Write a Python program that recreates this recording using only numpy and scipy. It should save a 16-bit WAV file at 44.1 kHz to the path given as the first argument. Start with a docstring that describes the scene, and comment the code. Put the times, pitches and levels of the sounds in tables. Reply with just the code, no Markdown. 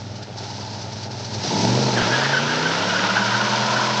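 """An engine burbles at held revs, with spits of hiss: a car about to launch on a gravel road.
It bogs as the clutch bites, then roars and climbs. Its five unequal cylinders fire into the
exhaust pipe, making a low note and a rasp. The spinning tyres spray gravel, and their slipping
rubber squeals and chirps. We listen from the verge in open country, with a few faint echoes."""
import sys
import numpy as np
from scipy import signal
from scipy.fft import rfft, irfft
from scipy.io import wavfile
from scipy.ndimage import uniform_filter1d

SR = 44100
rng = np.random.default_rng(int(sys.argv[2]) if len(sys.argv) > 2 else 0)


def output_pcm(signal):
    """Save a mono or channel-first signal as 16-bit PCM at the path in sys.argv[1].

    Samples are clipped to [-1, 1] before scaling.
    """
    pcm = np.clip(np.atleast_2d(signal).T, -1, 1) * 32767
    wavfile.write(sys.argv[1], SR, np.round(pcm).astype(np.int16))


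N = 176400
T = np.arange(N) / SR

# Levels in the tables are relative; the functions add their own gains.
# engine speed, as firings per second: t/s, f/Hz
FIRING_RATE = [(0, 102.7), (.4, 103.5), (1.25, 104), (1.38, 107), (1.49, 85), (1.6, 108.4), (1.7, 119),
               (1.82, 132), (1.92, 124.4), (2.05, 109), (2.2, 135), (2.35, 138), (2.5, 148), (2.65, 161.2),
               (2.8, 175), (3, 184), (3.2, 192), (3.4, 199.8), (3.7, 207), (4, 207)]
# exhaust tones: multiple of the engine cycle rate, level/dB when held, under load, at high revs
ENGINE_TONES = [(3, -14, -2.5, -4), (4, -20, -12.5, -11), (5, -1, 3, 3.5), (6, -13, -21, -12.5),
                (7, -19.5, -9.5, -15), (8, -17, 3, -1.5), (9, -18, -10, -0.5), (10, -14.5, -1.5, -3.5),
                (11, -25, -5, -4), (12, -27, -10, -3.5), (13, -21, 1, -10.5), (14, -26, -3.5, 0),
                (15, -15.5, -2.5, -2.5), (16, -23, -3, -4.5), (17, -22, -10, -2), (18, -21.5, -3.5, -2),
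                (19, -20.5, -3.5, -2.5)]
# how strong each of the five firings of a cycle is: level/dB
FIRING_LEVELS = [-1, -4, -1.5, -5.5, -3.5]
# how late each of them comes: t/s
FIRING_LAGS = [0, .0004, -.0002, .0005, -.0001]
# how loud each sound is over time: t/s, level/dB
NOTE_LEVEL = [(0, -34.5), (.06, -32.5), (.22, -33), (.27, -42), (.31, -34.5), (1.28, -32), (1.37, -29),
              (1.45, -29), (1.55, -24), (1.72, -17.5), (1.8, -20), (2.05, -26), (2.26, -27), (2.57, -25.5),
              (2.9, -28), (3.39, -25.5), (4, -26)]
RASP_LEVEL = [(0, -42.5), (1.3, -39.5), (1.6, -28.5), (1.75, -28), (2.2, -27), (2.5, -34), (2.9, -29),
              (3.25, -37), (3.73, -26), (4, -39)]
ROAR_LEVEL = [(0, -48), (1.3, -44), (1.5, -36), (1.72, -28.5), (1.88, -29), (2.1, -33), (2.3, -44),
              (2.9, -40), (4, -48)]  # swells as the clutch drags the engine down
GRAVEL_LEVEL = [(0, -49), (1.45, -48), (1.6, -39.5), (1.92, -36.5), (2.02, -25), (2.5, -27), (3, -25.5),
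                (4, -27)]
HISS_LEVEL = [(0, -43.5), (.33, -48.5), (.38, -39), (.84, -38.5), (.88, -41.5), (.91, -41.5), (1.06, -38),
              (1.09, -47), (1.12, -40), (1.3, -38), (1.52, -26.5), (2.29, -29.5), (2.43, -31),
              (2.95, -29.5), (4, -29)]
# the tone colour of each sound, from bass to treble: f/Hz, level/dB
PIPE_SPECTRUM = [(55, -33), (75, -19), (94, -21), (105, -6), (122, 2), (150, -5), (205, -4.5), (260, -5.5),
                 (330, -11), (450, -10), (800, -9.5)]
RASP_SPECTRUM = [(40, -40), (90, -20), (150, -11), (220, 0.5), (310, -9.5), (450, -4), (620, 3), (750, -2),
                 (900, -2.5), (1000, -26.5), (1130, -11.5), (1350, -15.5), (1900, -17.5), (4000, -21),
                 (9000, -41.5)]
ROAR_SPECTRUM = [(50, -38), (100, -20.5), (160, -11.5), (230, 2.5), (300, -10), (400, 1), (620, -3),
                 (900, -24), (3000, -46.5)]
GRAVEL_SPECTRUM = [(40, -35), (200, -9.5), (700, -0.5), (1150, -2.5), (1400, 8), (1750, -1), (2150, -2.5),
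                   (2800, -1), (3600, -1.5), (5500, -17), (7000, -26), (9000, -44.5)]
HISS_SPECTRUM = [(100, -32), (1000, -10), (1400, -2.5), (2000, -6), (3200, -4.5), (4000, 0), (5200, 1),
                 (6100, -3), (7000, -10.5), (8000, -21), (9000, -43.5)]
# the tyre squeal, and a lower howl that grows with speed: t/s, f/Hz, level/dB
SQUEAL_CURVE = [(1.85, 1650, -80), (1.98, 1600, -30.5), (2.3, 1620, -25.5), (2.55, 1560, -28),
                (2.8, 1520, -36), (2.95, 1490, -26.5), (3.25, 1480, -25.5), (3.55, 1450, -29),
                (3.8, 1430, -29.5), (4, 1400, -33)]
HOWL_CURVE = [(0, 848, -47), (.3, 858, -49.5), (.4, 856, -39), (.9, 851.6, -42), (1.3, 863, -42.5),
              (1.55, 901.6, -30), (2.7, 928, -32), (3.25, 958, -28), (4, 993.6, -25)]
# loud tyre chirps: t/s, length/s, f/Hz, fall in pitch/Hz, level/dB
TYRE_CHIRPS = [(1.963, .036, 1590, 400, -23.5), (2.12, .05, 1650, 100, -22),
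               (2.328, .032, 1545, 160, -18.5), (2.365, .025, 1475, 50, -18), (2.655, .022, 1517, 0, -19.5),
               (2.897, .016, 1450, 100, -22), (2.95, .028, 1450, -100, -22), (3.088, .028, 1450, 0, -22),
               (3.152, .036, 1500, -100, -23.5), (3.215, .016, 1500, 100, -21), (3.285, .014, 1470, 0, -22),
               (3.34, .016, 1500, 0, -21), (3.403, .02, 1450, 100, -20.5), (3.525, .025, 900, 0, -22),
               (3.757, .028, 1480, 0, -23)]
# spits of hiss while the engine is held: t/s, level/dB
HISS_SPITS = [(.165, -43), (.232, -38.5), (.385, -36), (.44, -41), (0.501, -36), (.57, -40.5), (.615, -37),
              (.73, -42), (.825, -38), (.93, -35), (.98, -42.5), (1.04, -36.5), (1.12, -37), (1.205, -38),
              (1.25, -34), (1.345, -31.5), (1.445, -32)]
# echoes from the ground and field: delay/s, level/dB
FIELD_ECHOES = [(.0031, -24), (0.022, -16.5), (.051, -19)]


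def exhaust_note(firing_hz, load, high_revs, waver_db=2.13, beat_hz=12.6, beat_full_s=2.89):
    """The engine's tones sweep through the pipe's resonances: loose when held, firm under load."""
    cylinders = len(FIRING_LEVELS)
    cycle_hz = firing_hz / cylinders
    cycles = turns(cycle_hz)
    beat_fade_in = np.clip((T - beat_full_s) * 10 + 1, 0, 1)
    beat_gain = from_db(-4.5 + waver_db * drift(9.6)) * beat_fade_in
    looseness = .36 + load * (.14 - .36)  # phase wobble in radians
    note = np.zeros(N)
    for multiple, held_db, loaded_db, high_db in ENGINE_TONES:
        db = held_db + load * (loaded_db - held_db) + high_revs * (high_db - loaded_db)
        gain = from_db(db + at_hz(PIPE_SPECTRUM, multiple * cycle_hz) + waver_db * drift(13))
        phase = 2 * np.pi * (multiple * cycles + rng.random()) + looseness * drift(12)
        note += gain * np.sin(phase)
        if multiple == cylinders:  # a weaker tone just above the firing note makes it throb
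            note += gain * beat_gain * np.sin(phase + 2 * np.pi * beat_hz * (T - beat_full_s))
    return evened(note) * from_db(in_time(NOTE_LEVEL)[0] - 1)


def exhaust_rasp(firing_hz, rough_db=2.5, jitter_s=.00008, puff_db=2, puff_decay=1.57):
    """Each firing lets out one crack and one puff of gas, making a rasp and a deep roar."""
    fired = turns(firing_hz)
    firings = np.arange(1, int(fired[-1]))
    cylinder = firings % len(FIRING_LEVELS)
    time_chance, size_chance = rng.standard_normal((1000, 2))[firings].T
    times = np.interp(firings, fired, T) + np.array(FIRING_LAGS)[cylinder] + jitter_s * time_chance
    strength = from_db(np.array(FIRING_LEVELS)[cylinder] + rough_db * size_chance)
    cracks = np.bincount(np.clip((times * SR).astype(int), 0, N - 1), strength, N)
    puff_shape = np.exp(-puff_decay * (fired % 1)) * np.interp(T, times, strength)
    puffs = rng.standard_normal(N) * puff_shape
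    gas = rms_one(cracks) + from_db(puff_db) * rms_one(puffs)
    rasp = evened(coloured(gas, RASP_SPECTRUM)) * from_db(in_time(RASP_LEVEL)[0] + .5)
    roar = evened(coloured(gas, ROAR_SPECTRUM)) * from_db(in_time(ROAR_LEVEL)[0])
    return rasp + roar


def gravel(dust_db=1, clump_db=.94):
    """The spinning tyres throw stones, in clumps over a wash of dust."""
    spray = clicks(per_s=1800, spread_db=2.5) + from_db(dust_db) * rng.standard_normal(N)
    db = in_time(GRAVEL_LEVEL)[0] + clump_db * drift(30)
    return rms_one(coloured(spray, GRAVEL_SPECTRUM)) * from_db(db)


def tyre_squeal(flutter_db=3.5, wander_hz=45, howl_wander_hz=40):
    """Slipping rubber sings roughly, above a lower wandering howl."""
    hz, db = in_time(SQUEAL_CURVE)
    squeal = ringing(hz + wander_hz * drift(15), width_hz=210)
    squeal *= from_db(db - 3.5 + flutter_db * drift(22))
    hz, db = in_time(HOWL_CURVE)
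    howl = ringing(hz + howl_wander_hz * drift(50.75), width_hz=77) * from_db(db)
    return squeal + howl


def tyre_chirps(wobble_hz=28, octave_db=-12):
    """The rubber briefly locks into a rough, sliding tone, with a softer one an octave up."""
    chirps = np.zeros(N)
    wobble = wobble_hz * drift(150)
    for start, length, hz, fall_hz, db in TYRE_CHIRPS:
        on = (T > start) & (T < start + length)
        progress = (T[on] - start) / length
        phase = 2 * np.pi * turns(hz - fall_hz * (progress - .5) + wobble[on])
        swell = np.sqrt(2 * np.abs(np.sin(np.pi * progress)))
        chirps[on] += swell * from_db(db) * (np.sin(phase) + from_db(octave_db) * np.sin(2 * phase))
    return chirps


def hiss(flicker_db=.88, spit_width_s=.012):
    """Air and fine grit rush brightly, with briefly ringing flecks and early spits of hiss."""
    rush = rng.standard_normal(N) + from_db(-2) * clicks(per_s=2000, spread_db=2)
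    flecks = rms_one(sum(ringing(np.full(N, hz), width_hz=110) * from_db(3.5 * drift(25))
                         for hz in np.geomspace(4100, 6100, num=12)))
    air = rms_one(rms_one(coloured(rush, HISS_SPECTRUM)) + from_db(-7) * flecks)
    ticks = rms_one(coloured(clicks(per_s=4000, spread_db=2), HISS_SPECTRUM))
    grit = rms_one(ticks + from_db(-5) * flecks)
    spits = sum(from_db(db) * np.exp(-((T - s) / spit_width_s) ** 2) for s, db in HISS_SPITS)
    return air * from_db(in_time(HISS_LEVEL)[0] + flicker_db * drift(40)) + grit * spits


def thump(start_s=2.021, hz=70, db=-19, decay_s=.0035):
    """One soft, low thump."""
    age = np.maximum(T - start_s, 0)
    return from_db(db) * np.sin(2 * np.pi * hz * age) * np.exp(-age / decay_s)


def echoes(sound):
    """The ground and field send back faint, late copies of a sound."""
    return sum(from_db(db) * np.interp(T - delay, T, sound, left=0) for delay, db in FIELD_ECHOES)


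def from_db(db):
    """Turn decibels into a gain to multiply by."""
    return 10 ** (np.asarray(db) / 20)


def rms_one(x):
    """Scale to an average power of 1."""
    return x / np.sqrt(np.mean(x ** 2) + 1e-20)


def evened(x, size=6000):
    """Even out slow swells, holding the power near 1."""
    return x / np.sqrt(np.abs(uniform_filter1d(x * x, size)) + 1e-12)


def in_time(rows):
    """Join a table's points into one curve over time per column."""
    times, *columns = np.transpose(rows)
    return [np.interp(T, times, column) for column in columns]


def at_hz(spectrum, hz):
    """Look up a spectrum's level in dB at a frequency."""
    f, db = np.transpose(spectrum)
    return np.interp(np.log(hz + 1e-9), np.log(f), db)


def drift(rate_hz, step=40):
    """A smooth random wobble with a typical size of 1."""
    pole = np.exp(-2 * np.pi * rate_hz * step / SR)
    noise = rng.standard_normal(N // step + 2002)
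    slow = signal.lfilter([1], [1, -2 * pole, pole * pole], noise)[2000:]  # let the filter settle
    return np.interp(np.arange(N) / step, np.arange(len(slow)), rms_one(slow))


def coloured(x, spectrum, size=4096):
    """Filter a sound to give it a tone colour."""
    bins_hz = np.arange(size // 2 + 1) * SR / size
    cepstrum = irfft(np.log(from_db(at_hz(spectrum, bins_hz))))
    # folding makes the filter ring after a click, never before it
    cepstrum[1:size // 2] *= 2
    cepstrum[size // 2 + 1:] = 0
    return signal.fftconvolve(x, irfft(np.exp(rfft(cepstrum))))[:N]


def turns(hz):
    """Count the cycles completed at a changing rate."""
    return np.cumsum(hz) / SR


def clicks(per_s, spread_db):
    """Random clicks of uneven size."""
    sizes = from_db(spread_db * np.minimum(rng.exponential(1, N), 5)) * rng.choice([-1, 1], N)
    return rms_one(sizes * (rng.random(N) < per_s / SR))


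def ringing(hz, width_hz):
    """A randomly shaken tone: the wider it is, the noisier it sounds."""
    phase = 2 * np.pi * turns(hz)
    return rms_one(drift(width_hz) * np.cos(phase) + drift(width_hz) * np.sin(phase))


def scene(clutch_s=1.48, bite_s=.128, high_revs_from_s=2.603, climb_s=.9):
    """Mix the engine, tyres, hiss, thump and echoes into one channel."""
    load = np.clip((T - clutch_s) / bite_s + .5, 0, 1)
    high_revs = np.clip((T - high_revs_from_s) / climb_s, 0, 1)
    firing_hz = in_time(FIRING_RATE)[0] * (1 + .002 * drift(10))
    note = exhaust_note(firing_hz, load, high_revs)
    rasp = exhaust_rasp(firing_hz) * from_db(-4 * high_revs)  # cleaner as the revs climb
    noises = rasp + gravel() + tyre_squeal() + tyre_chirps() + hiss()
    return (note + noises + thump() + echoes(noises))[None]


def record(dry, stop_hz=9600):
    """Cut away the highest treble steeply."""
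    return signal.sosfilt(signal.cheby2(16, 70, stop_hz, fs=SR, output="sos"), dry)


dry = scene()
out = record(dry)
output_pcm(out)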